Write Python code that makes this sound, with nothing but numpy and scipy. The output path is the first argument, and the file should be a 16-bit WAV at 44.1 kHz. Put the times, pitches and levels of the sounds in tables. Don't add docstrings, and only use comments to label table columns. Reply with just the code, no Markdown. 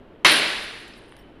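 import sys
import numpy as np
from scipy import signal
from scipy.fft import rfft, irfft
from scipy.io import wavfile

SR = 44100
rng = np.random.default_rng(int(sys.argv[2]) if len(sys.argv) > 2 else 0)


def store_wav(level_fs):
    pcm = np.round(np.clip(np.atleast_2d(level_fs), -1, 1) * 32767)
    wavfile.write(sys.argv[1], SR, pcm.T.astype(np.int16))


N = 61739
SNAP_S = .2474


def gain(db):
    return 10 ** (np.asarray(db) / 20)


def frequencies():
    return np.arange(N // 2 + 1) * SR / N


def curve(points):
    hz, values = np.array(points, float).T
    return np.interp(np.log(frequencies() + 1e-9), np.log(hz), values)


def noise(points):
    shaped = irfft(rfft(rng.standard_normal(N)) * gain(curve(points)), N)
    return shaped / np.sqrt(np.mean(shaped ** 2))


def since(start):
    return np.maximum(np.arange(N) / SR - start, 0)


def fade(age, fade_s):
    return (age > 0) * np.exp(-np.log(1000) * age / max(fade_s, 1e-4))


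def ring(age, hz, fade_s):
    return np.sin(2 * np.pi * hz * age) * fade(age, fade_s)


# (frequency [Hz], relative level [dB])
MACHINE_RUSH = [(25, -5.5), (45, -2.5), (75, -10), (110, -7.5), (140, -10.5), (290, -6), (460, -8.5),
                (600, -13.5), (900, -18), (1400, -22.5), (2300, -28.5), (3100, -28.5), (4500, -43),
                (6500, -54.5), (10000, -56), (14000, -58.5)]
# (frequency [Hz], level [dB])
MACHINE_NOTES = [(307, -63), (937, -74.5)]

def machine(whine_hz=3028, whine_from_s=.81, swell_s=.083):
    notes = sum(gain(db) * np.sin(2 * np.pi * hz * since(0)) for hz, db in MACHINE_NOTES)
    whine = noise([(whine_hz * .98, -80), (whine_hz, 0), (whine_hz * 1.02, -80)])
    swell = np.minimum(since(whine_from_s) / swell_s, 1)
    return gain(-48) * noise(MACHINE_RUSH) + np.sqrt(2) * notes + gain(-67.5) * whine * swell


# (frequency [Hz], relative level [dB])
ECHO_TONE = [(59, -51), (100, -23.5), (175, -7), (275, -8.5), (312, 2), (346, -7), (408, -2.5), (502, -9),
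             (604, -3), (670, -7), (1080, -6), (1250, -5.5), (1630, -0.5), (2370, -2), (2730, 0),
             (3430, -2.5), (3970, -1), (4680, -6.5), (6120, -20), (7690, -24), (8700, -21), (10100, -17),
             (14000, -43.5)]
# (frequency [Hz], fade time [s])
ECHO_FADES = [(150, 0.93), (400, 1.12), (1000, 1.12), (2000, 1.187), (4000, 1.04), (7000, 1.1), (13000, 1)]

def room_echo(start, build_s=.006):
    age, spectrum = since(start), rfft(noise(ECHO_TONE))
    echo = 0
    for hz, fade_s in ECHO_FADES:
        band = curve([(other_hz, other_hz == hz) for other_hz, _ in ECHO_FADES])
        echo += irfft(spectrum * band, N) * fade(age, fade_s)
    return echo * (1 - np.exp(-age / build_s))


# (time [s], frequency [Hz], level [dB], fade time [s])
SLIVER_RINGS = [(1.118, 9140, -55.5, 0.057), (1.19, 5540, -59.5, .09), (1.19, 13700, -61, .08)]
# (time [s], peak level [dB], middle frequency [Hz], width [octaves], fade time [s])
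LANDING_TICKS = [(.651, -47, 11000, .3, 0.01), (.879, -45, 7450, 0.57, 0.049),
                 (.936, -43, 4580, 0.17, 0.023), (1.1235, -31, 1470, .6, 0.0032),
                 (1.1668, -39.5, 2800, 0.84, 0.0014), (1.1668, -48.5, 10260, 0.2, 0.02)]

def falling_pieces():
    out = sum(gain(db) * ring(since(at), hz, fade_s) for at, hz, db, fade_s in SLIVER_RINGS)
    for at, db, hz, octaves, fade_s in LANDING_TICKS:
        band = np.exp(-.5 * (np.log2((frequencies() + 1) / hz) / octaves) ** 2)
        burst = rng.standard_normal(N) * fade(since(at), fade_s)
        tick = irfft(rfft(burst) * band, N)
        out += gain(db) * tick / np.abs(tick).max()
    return out


# (time [s], spread in time [s], level [dB])
SPLINTER_SHOWERS = [(.322, 0.021, -28.5), (.372, 0.017, -36), (.634, 0.011, -51), (0.801, 0.017, -61.5),
                    (0.982, .01, -63), (1.07, .06, -71.5), (1.19, 0.018, -69.5)]

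def splinters(count=60, middle_hz=9680, scatter_octaves=.12, scatter_db=3):
    out, age = np.zeros(N), np.arange(SR // 20) / SR
    for at, spread, db in SPLINTER_SHOWERS:
        cloud = np.zeros(N + len(age))
        for when, pitch, size in rng.standard_normal((count, 3)):
            start = int(np.clip(at + spread * when, SNAP_S, (N - 1) / SR) * SR)
            hz = middle_hz * 2 ** (scatter_octaves * pitch)
            cloud[start:start + len(age)] += gain(scatter_db * size) * ring(age, hz, fade_s=.017)
        shower_samples = np.sqrt(2 * np.pi) * spread * SR
        strength = np.sqrt(np.sum(cloud ** 2) / shower_samples)
        out += gain(db) * cloud[:N] / strength
    return out


def loose_glass(echo_db=-7.5):
    glass = splinters() + falling_pieces()
    echo = room_echo(0)
    echo /= np.sqrt(np.sum(echo ** 2))
    return glass + gain(echo_db) * signal.fftconvolve(glass, echo)[:N]


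# (frequency [Hz], relative level [dB], fade time [s])
STEEL_NOTES = [(316, -8, 0.87), (588, -7.5, 0.85), (1105.5, -1.5, 0.47), (1693, -9, 1.0), (1797, -5, .55),
               (1786, -9, 0.38), (1958, -4, 0.82), (2135, -6, 0.56), (2256, -6, 1), (2530, 2.5, 0.26),
               (2697, -3, 0.96), (3192, 0.5, 0.68), (3725, -9, .55), (4030, -6, 0.62)]

def steel_holder():
    starts = SNAP_S + rng.uniform(0, .0028, len(STEEL_NOTES))
    steel = sum(gain(db) * ring(since(at), hz, fade_s)
                for (hz, db, fade_s), at in zip(STEEL_NOTES, starts))
    thump = ring(since(SNAP_S), hz=64.3, fade_s=.03)
    return gain(-23) * steel + gain(-40) * thump


# (frequency [Hz], relative level [dB])
CRACK_TONE = [(40, -33.5), (150, -34.5), (300, -13.5), (650, -15.5), (1080, 1.5), (1300, -5.5), (1800, -1),
              (2200, 0), (2600, -1.5), (3100, -1.5), (3370, -13), (3800, -4.5), (5000, -16), (5750, -9),
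              (7500, -27), (10500, -17), (12500, -51), (15000, -32.5)]
# (frequency [Hz], level [dB], fade time [s])
GLASS_NOTES = [(1791, -16.5, .16), (2143, -12, 0.16), (2268, -20.5, 0.2), (3130, -28, 0.088)]

def glass_snap():
    halves = sum(gain(db) * ring(since(SNAP_S + rng.uniform(0, .002)), hz, fade_s)
                 for hz, db, fade_s in GLASS_NOTES)
    crack = noise(CRACK_TONE) * fade(since(SNAP_S), fade_s=.2)
    return gain(-9.5) * crack + halves + gain(-12) * room_echo(SNAP_S)


# (frequency [Hz], side level relative to the middle [dB])
STEREO_WIDTH = [(3000, -89.5), (4300, -33.5), (5500, -14.5), (7500, -4), (10000, -6.5), (14000, -8)]

def scene():
    middle = glass_snap() + steel_holder() + loose_glass() + machine()
    side_glass = glass_snap() + loose_glass()
    side = irfft(rfft(side_glass) * gain(curve(STEREO_WIDTH)), N)
    return np.array([middle + side, middle - side])


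def record(dry, overload=.44, top_hz=14400):
    rounded = dry / (1 + (overload * dry) ** 4) ** (1 / 4)
    high_cut = signal.ellip(10, .2, 80, top_hz, fs=SR, output="sos")
    return signal.sosfilt(high_cut, rounded)


dry = scene()
out = record(dry)
store_wav(out)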